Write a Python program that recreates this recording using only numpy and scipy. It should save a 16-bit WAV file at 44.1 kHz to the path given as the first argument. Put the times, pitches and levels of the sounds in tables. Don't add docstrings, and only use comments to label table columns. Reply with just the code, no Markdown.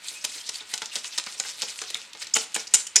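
import sys
import numpy as np
from scipy import signal
from scipy.fft import rfft, irfft, next_fast_len
from scipy.io import wavfile
from scipy.ndimage import uniform_filter1d, minimum_filter1d

SR = 44100
rng = np.random.default_rng(int(sys.argv[2]) if len(sys.argv) > 2 else 0)


def to_wav(sig):
    pcm = np.clip(np.atleast_2d(sig), -1, 1) * 32767
    pcm = np.round(pcm).astype(np.int16)
    wavfile.write(sys.argv[1], SR, pcm.T)


N = 132300

# start_s, level_db, hold_s, pitch_hz, resonance_db
WIRE_CONTACTS = [(0.2418, -28.5, 0.005, 6370, -3), (0.2498, -21, 0.002, 6440, 1),
                 (0.49, -26, 0.0049, 5030, 9.5), (0.557, -31.5, 0.0023, 5130, 8),
                 (0.739, -26, 0.0048, 5400, 9), (0.781, -33, 0.0019, 4700, 5),
                 (0.818, -32, 0.0057, 4300, 11), (0.857, -30.5, .0015, 5470, 15),
                 (0.958, -25, 0.005, 4570, 10.5), (1.178, -25, 0.0013, 5270, 10),
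                 (1.1815, -20.5, 0.0048, 4630, 12), (1.3996, -18, 0.001, 5400, 10.5),
                 (1.62, -28, 0.0091, 4330, 10.5), (1.818, -28.5, 0.0016, 5900, 22),
                 (1.905, -33, 0.0026, 5430, -10), (1.944, -20, 0.0016, 3580, 24),
                 (1.953, -29, 0.00092, 2340, 22), (2.132, -36.5, 0.0023, 3350, 7),
                 (2.269, -34.5, 0.0039, 4800, 12), (2.3374, -19.5, 0.002, 5350, 34.5),
                 (2.340, -13.5, 0.00099, 6950, 28), (2.351, -24, 0.02, 6800, 0.5),
                 (2.544, -24, 0.0036, 8500, 14), (2.55, -25.5, 0.0039, 7500, 0),
                 (2.559, -27.5, 0.006, 5670, -16.5), (2.67, -36, 0.008, 5100, 17),
                 (2.738, -14.5, 0.013, 7800, 10), (2.7427, -11, 0.0008, 6760, 14.5),
                 (2.747, -19.5, 0.01, 6550, 11), (2.868, -32, 0.0052, 6800, 3.5),
                 (2.958, -10.5, 0.0018, 6100, 14.5), (2.963, -11.5, 0.0027, 6430, 15),
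                 (2.964, -18, 0.0039, 5500, 27), (2.971, -27.5, 0.029, 5400, 28)]
# start_s, peak_db
WIRE_SNAPS = [(0.247, -17), (0.2492, -8), (0.4945, -16), (.7392, -10), (0.7782, -13), (0.82, -16.5),
              (0.859, -20), (0.9565, -7.5), (1.178, -12), (1.24, -18), (1.264, -18), (1.325, -21),
              (1.3992, -10.5), (1.62, -7), (1.8171, -13.5), (1.837, -31), (1.903, -15.5), (1.946, -11.5),
              (2.959, -4.5)]
# start_s, level_db, hold_s, pitch_hz, bowl_ring_db
EGG_SLAPS = [(0.113, -54, 0.029, 487, -64), (0.244, -42, 0.017, 615, -44.5),
             (0.359, -51.5, 0.012, 915, -51), (0.491, -39, 0.0082, 603, -56),
             (0.609, -48, 0.015, 402, -51.5), (0.7355, -31.5, 0.0084, 2030, -43),
             (0.819, -36, 0.015, 1090, -42.5), (0.957, -39.5, 0.015, 593, -52),
             (1.045, -40.5, 0.0057, 920, -65), (1.178, -34.5, 0.014, 1160, -54),
             (1.265, -34.5, 0.011, 1180, -45), (1.399, -33, 0.0077, 1230, -44.5),
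             (1.45, -43, 0.016, 1100, -44.5), (1.621, -36, 0.018, 580, -48),
             (1.817, -33, 0.0038, 910, -42.5), (1.952, -36, 0.0033, 1320, -48),
             (2.15, -42, 0.0052, 686, -51), (2.36, -22, 0.01, 1160, -35),
             (2.564, -23.5, 0.0023, 790, -39.5), (2.741, -31, 0.0087, 1880, -37.5),
             (2.955, -31, 0.011, 2220, -43.5)]
# pitch_hz, resonance_db, t60_s
STEEL_MODES = [(2570, 7, 0.32), (2865, 11.5, 0.06), (3040, 12, 0.12), (5200, -6, 0.11), (5670, -2, 0.087),
               (6350, 5, 0.15), (6300, -20, 0.12), (6840, 10, 0.013), (6970, 1, 0.042), (7100, 8, 0.11),
               (8700, 11, 0.26), (7660, -7, 0.12), (9500, 7, 0.054)]
# pitch_hz, level_db, t60_s
WALL_MODES = [(243.6, -13.5, 0.14), (365, -14, .14), (437, -6.5, 0.16), (487, -6.5, 0.13),
              (768.3, -8, 0.22), (856, -3, 0.15), (1144, -11, .17), (1452, -3, 0.19), (1573, -7, 0.2),
              (1672, -4.5, 0.09), (1970, -15.5, 0.13), (2196, 1, 0.13)]
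# start_s, level_db, length_s, pitch_hz
WIRE_SQUEAKS = [(0.051, -40.5, 0.024, 2486), (0.147, -39.5, 0.048, 2490), (0.398, -40.5, .028, 3200),
                (.549, -30.5, 0.015, 4600), (.601, -33.5, 0.015, 3550), (0.916, -34, 0.012, 2770)]
# fastest_s, level_db, rise_s, fall_s, treble_tilt_db_per_octave
EGG_SWISHES = [(.08, -36.5, 0.039, 0.083, 4.5), (0.351, -36, 0.084, 0.062, 4.5),
               (.485, -37.5, 0.025, 0.02, 2), (.56, -37, 0.033, 0.045, 4), (.73, -35.5, 0.034, 0.024, 5),
               (.835, -38, 0.029, 0.031, 2.5), (.96, -34, 0.035, 0.032, 3), (1.055, -32.5, 0.014, 0.025, 2),
               (1.195, -34, 0.064, 0.012, 2.5), (1.29, -38, 0.029, 0.22, 3), (1.48, -32.5, 0.031, 0.037, 3),
               (1.62, -34.5, 0.034, 0.065, 3), (1.70, -33.5, 0.019, 0.023, 2.5),
               (1.80, -37, 0.043, 0.12, 2), (1.98, -38.5, 0.027, 0.046, -0.5),
               (2.228, -32.5, 0.019, 0.0057, 5), (2.26, -44, 0.078, 0.029, 0.5),
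               (2.41, -31.5, 0.037, 0.028, 4), (2.61, -34.5, 0.049, 0.022, 2),
               (2.788, -32.5, 0.039, 0.031, 1.5), (2.967, -22.5, 0.0028, 0.0087, 2.5)]
# frequency_hz, gain_db
WIRE_COLOUR = [(30, -54), (150, -23), (500, -10), (1500, -5.5), (3000, 2.5), (5000, 0.5), (8500, 2.5),
               (10500, -6.5), (12500, -12.5), (16000, -29)]
# frequency_hz, gain_db
EGG_COLOUR = [(35, -51.5), (110, -10.5), (150, -4), (300, -1), (450, -1), (670, -3.5), (1200, 0),
              (2500, 4.5), (5000, 3.5), (12000, -27)]
# frequency_hz, gain_db
FROTH_COLOUR = [(25, -29), (80, -29), (250, -22), (700, -9), (1500, -1), (2500, 5), (4300, 5.5),
                (6500, 2.5), (8500, 0.5), (9400, -6.5), (12000, -17), (15500, -32.5)]
# frequency_hz, gain_db
AIR_COLOUR = [(25, -19), (55, -8), (80, 7), (110, 2), (180, 9.5), (500, 9.5), (2500, 17.5), (4500, 15.5),
              (8500, -29), (12000, -2), (16000, -23)]
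# frequency_hz, gain_db
ROOM_COLOUR = [(60, 13), (250, 6.5), (1000, 6), (3000, 2), (8000, 1.5), (11000, 1.5), (16000, -42)]
# frequency_hz, gain_db
SIDE_COLOUR = [(60, -27), (250, -31), (1300, -35.5), (2500, -47), (4400, -15), (8000, -8), (15000, -3)]

WIRE_DECAY_S, WIRE_ROUGH, WIRE_WIDTH_OCT = 0.0024, 0.26, 0.89
NARROWING_DB = 18
SNAP_HZ, SNAP_RESONANCE_DB, SNAP_WIDTH_OCT = 4680, 11.5, 0.71
SLAP_DECAY_S, SLAP_ROUGH, SLAP_WIDTH_OCT, SLAP_RESONANCE_DB = 0.0015, 0.63, 0.67, 8.5
BARE_FROM_S = 2.3
RING_DB, WET_RING_DB = -6, -15
WET_T60_SHARE, WET_DETUNE, BARE_DETUNE, PLACE_SPREAD_DB = 0.75, 0.045, 0.008, 4
SQUEAK_WAVER, SQUEAK_WAVER_PER_S = 0.024, 900
STIR_DB = -52.5
FROTH_DB, FROTH_ROUGH = -5, 0.21
FLICKER_DB, FLICKER_PER_S = 3, 70
POPS_PER_S, POP_DB, POP_SPREAD_DB, POP_DECAY_S = 90, -4, 18.5, 0.00041
BUBBLES_PER_S, BUBBLE_DB, BUBBLE_CYCLES, BUBBLE_LOW_HZ, BUBBLE_HIGH_HZ = 77, -19, 9.1, 1860, 5720
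GLUGS_PER_S, GLUG_DB, GLUG_CYCLES, GLUG_LOW_HZ, GLUG_HIGH_HZ = 51, -35.5, 5.1, 396, 1540
BUBBLE_GLIDE = 0.016
AIR_DB = -52.5
ROOM_T60_S, ROOM_DB, SIDE_ROOM_DB = 0.31, -11.5, 0
SIDE_SCATTER_DB, SCATTER_DELAY_S, SCATTER_DECAY_S = -1, 0.0015, 0.00075
EGG_WIDTH_DB = -2.5
WHIRL_PER_S, WHIRL_RAD = 14, 1
LOW_CUT_HZ, TOP_HZ, CEILING = 70, 16000, 0.98


def undb(db):
    return 10 ** (np.asarray(db) / 20)


def unit(x):
    return x / np.sqrt(np.mean(x ** 2))


def colour(x, points, hz=1000, peak_db=0, octaves=1):
    n = 2 * next_fast_len(len(x))
    log_hz = np.log2(np.maximum(np.fft.rfftfreq(n, 1 / SR), 1))
    p = np.array(points, float)
    db = np.interp(log_hz, np.log2(p[:, 0]), p[:, 1])
    db = db + peak_db * np.exp(-.5 * ((log_hz - np.log2(hz)) / octaves) ** 2)
    cepstrum = irfft(np.log(undb(db)))
    cepstrum[1:n // 2] *= 2
    cepstrum[n // 2 + 1:] = 0
    return irfft(rfft(x, n) * np.exp(rfft(cepstrum)))[:len(x)]


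def add(track, s, x):
    i = int(np.clip(s * SR, 0, N - 1))
    track[i:i + len(x)] += x[:N - i]


def walk(rate):
    return 1.54 * np.interp(np.arange(N) / SR * rate, np.arange(N), rng.standard_normal(N))


def grains(rough, size, count=12):
    strength = np.repeat(rng.standard_normal(size // count + 1), count)[:size]
    return unit(rng.standard_normal(size) * np.exp(rough * strength))


def burst(db, hold, decay, rough, points, hz, peak_db, octaves):
    x = grains(rough, size=4096)
    t = np.arange(len(x)) / SR
    envelope = np.exp(-np.maximum(t - hold, 0) / decay)
    x = colour(x * envelope, points, hz, peak_db, octaves)
    energy = (hold + decay / 2) * SR
    return x * undb(db) * np.sqrt(energy / np.sum(x ** 2))


def wires():
    out = np.zeros(N)
    for s, db, hold, hz, peak_db in WIRE_CONTACTS:
        width = WIRE_WIDTH_OCT * np.exp(-peak_db / NARROWING_DB)
        add(out, s, burst(db, hold, WIRE_DECAY_S, WIRE_ROUGH, WIRE_COLOUR, hz, peak_db, width))
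    return out


def snaps():
    out = np.zeros(N)
    click = signal.unit_impulse(1024)
    tick = colour(click, WIRE_COLOUR, SNAP_HZ, SNAP_RESONANCE_DB, SNAP_WIDTH_OCT)
    for s, db in WIRE_SNAPS:
        add(out, s, undb(db) * tick / abs(tick).max())
    return out


def slaps():
    out = np.zeros(N)
    for s, db, hold, hz, _ in EGG_SLAPS:
        add(out, s, burst(db, hold, SLAP_DECAY_S, SLAP_ROUGH, EGG_COLOUR, hz,
                          SLAP_RESONANCE_DB, SLAP_WIDTH_OCT))
    return out


def bowl(blows):
    ring, t = 0, np.arange(SR // 2) / SR
    for hz, db, t60 in STEEL_MODES:
        damping = np.log(1000) / t60
        level = undb(db) * 2 * damping / SR
        ring = ring + level * np.exp(-damping * t) * np.cos(2 * np.pi * hz * t)
    wet = np.arange(N) / SR < BARE_FROM_S
    drive = blows * undb(RING_DB + WET_RING_DB * wet)
    return blows + signal.fftconvolve(drive, ring)[:N]


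def body():
    out, t = np.zeros(N), np.arange(SR // 2) / SR
    hz, mode_db, t60 = np.array(WALL_MODES, float).T[:, :, None]
    for s, _, _, _, ring_db in EGG_SLAPS:
        place, side, load = np.clip(rng.standard_normal((3, len(WALL_MODES), 1)), -1.5, 1.5)
        life, detune = t60, BARE_DETUNE
        if s < BARE_FROM_S:
            life, detune = t60 * WET_T60_SHARE, WET_DETUNE
        tones = np.sign(side) * np.sin(2 * np.pi * hz * (1 + detune * load) * t)
        modes = tones * np.exp(-np.log(1000) * t / life)
        levels = undb(ring_db + mode_db + PLACE_SPREAD_DB * place)
        add(out, s, np.sum(modes * levels, axis=0))
    return out


def squeaks():
    out = np.zeros(N)
    for s, db, length, hz in WIRE_SQUEAKS:
        swell = np.sin(np.linspace(0, np.pi, int(length * SR)))
        pitch = hz * (1 + SQUEAK_WAVER * walk(SQUEAK_WAVER_PER_S)[:len(swell)])
        add(out, s, undb(db) * swell * np.sin(2 * np.pi * np.cumsum(pitch) / SR))
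    return out


def sweep():
    t = np.arange(N) / SR
    power, tilt = np.full(N, undb(STIR_DB) ** 2), 0
    for s, db, rise, fall, tilt_db in EGG_SWISHES:
        shape = np.exp(-.5 * ((t - s) / np.where(t < s, rise, fall)) ** 2)
        swell = (undb(db) * shape) ** 2
        power = power + swell
        tilt = tilt + tilt_db * swell
    return np.sqrt(power), tilt / power


def froth(flow, tilt):
    fizz = rfft(unit(colour(grains(FROTH_ROUGH, size=N, count=64), FROTH_COLOUR)))
    octave = np.log2(np.clip(np.fft.rfftfreq(N, 1 / SR), 250, 16000) / 4000)
    out = 0
    for centre in np.arange(-4, 2.1, .5):
        band = irfft(fizz * np.maximum(1 - 2 * abs(octave - centre), 0), N)
        out = out + band * undb(FLICKER_DB * walk(FLICKER_PER_S) + tilt * max(centre, -1))
    return out * flow * undb(FROTH_DB)


def pops(flow, size=256):
    out, t = np.zeros(N), np.arange(size) / SR
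    for when, strength in rng.random((int(POPS_PER_S * N / SR), 2)):
        tick = rng.uniform(-1, 1, size) * np.exp(-t / POP_DECAY_S)
        add(out, when * N / SR, tick * undb(POP_SPREAD_DB * strength ** 2))
    return undb(POP_DB) * 2 * colour(out, FROTH_COLOUR) * flow


def bubbles(flow, per_s, db, cycles, low_hz, high_hz, size=3000):
    out, t = np.zeros(N), np.arange(size) / SR
    for when, pitch, strength in rng.random((int(per_s * N / SR), 3)):
        hz = low_hz * (high_hz / low_hz) ** pitch
        age = t * hz / cycles
        rising_hz = hz * (1 + BUBBLE_GLIDE * (1 - np.exp(-age / 2)))
        ping = np.sin(2 * np.pi * np.cumsum(rising_hz) / SR) * np.exp(-age)
        add(out, when * N / SR, ping * flow[int(when * N)] * undb(db + 20 * strength ** 2))
    return out


def room_air():
    return undb(AIR_DB) * unit(colour(rng.standard_normal(N), AIR_COLOUR))


def kitchen(x, scattered):
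    t = np.arange(SR // 2) / SR
    room_decay = undb(-60 * t / ROOM_T60_S)
    decays = np.array([room_decay, room_decay, np.exp(-t / SCATTER_DECAY_S)])
    tails = rng.standard_normal((3, len(t))) * decays
    tails *= t > SCATTER_DELAY_S
    tails /= np.sqrt(np.sum(tails ** 2, axis=1, keepdims=True))
    wet = undb(ROOM_DB) * colour(x, ROOM_COLOUR)
    mid = x + signal.fftconvolve(wet, tails[0])[:N]
    side_room = undb(SIDE_ROOM_DB) * signal.fftconvolve(wet, tails[1])[:N]
    side_scatter = undb(SIDE_SCATTER_DB) * signal.fftconvolve(scattered, tails[2])[:N]
    side = colour(side_room + side_scatter, SIDE_COLOUR)
    side = np.real(signal.hilbert(side) * np.exp(1j * WHIRL_RAD * walk(WHIRL_PER_S)))
    return np.array([mid + side, mid - side])


def scene():
    blows = bowl(wires() + snaps() + slaps()) + body()
    flow, tilt = sweep()
    egg = squeaks() + froth(flow, tilt) + pops(flow)
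    egg = egg + bubbles(flow, BUBBLES_PER_S, BUBBLE_DB, BUBBLE_CYCLES, BUBBLE_LOW_HZ, BUBBLE_HIGH_HZ)
    egg = egg + bubbles(flow, GLUGS_PER_S, GLUG_DB, GLUG_CYCLES, GLUG_LOW_HZ, GLUG_HIGH_HZ)
    air = room_air()
    return kitchen(blows + egg + air, blows + undb(EGG_WIDTH_DB) * egg + air)


def record(dry):
    low_cut = signal.butter(2, LOW_CUT_HZ, "high", fs=SR, output="sos")
    x = signal.sosfilt(low_cut, dry)
    need = CEILING / np.maximum(abs(x).max(axis=0), CEILING)
    gain = uniform_filter1d(minimum_filter1d(need, size=129), size=129)
    top_cut = signal.ellip(8, .2, 70, TOP_HZ, fs=SR, output="sos")
    return signal.sosfilt(top_cut, x * gain)


dry = scene()
out = record(dry)
to_wav(out)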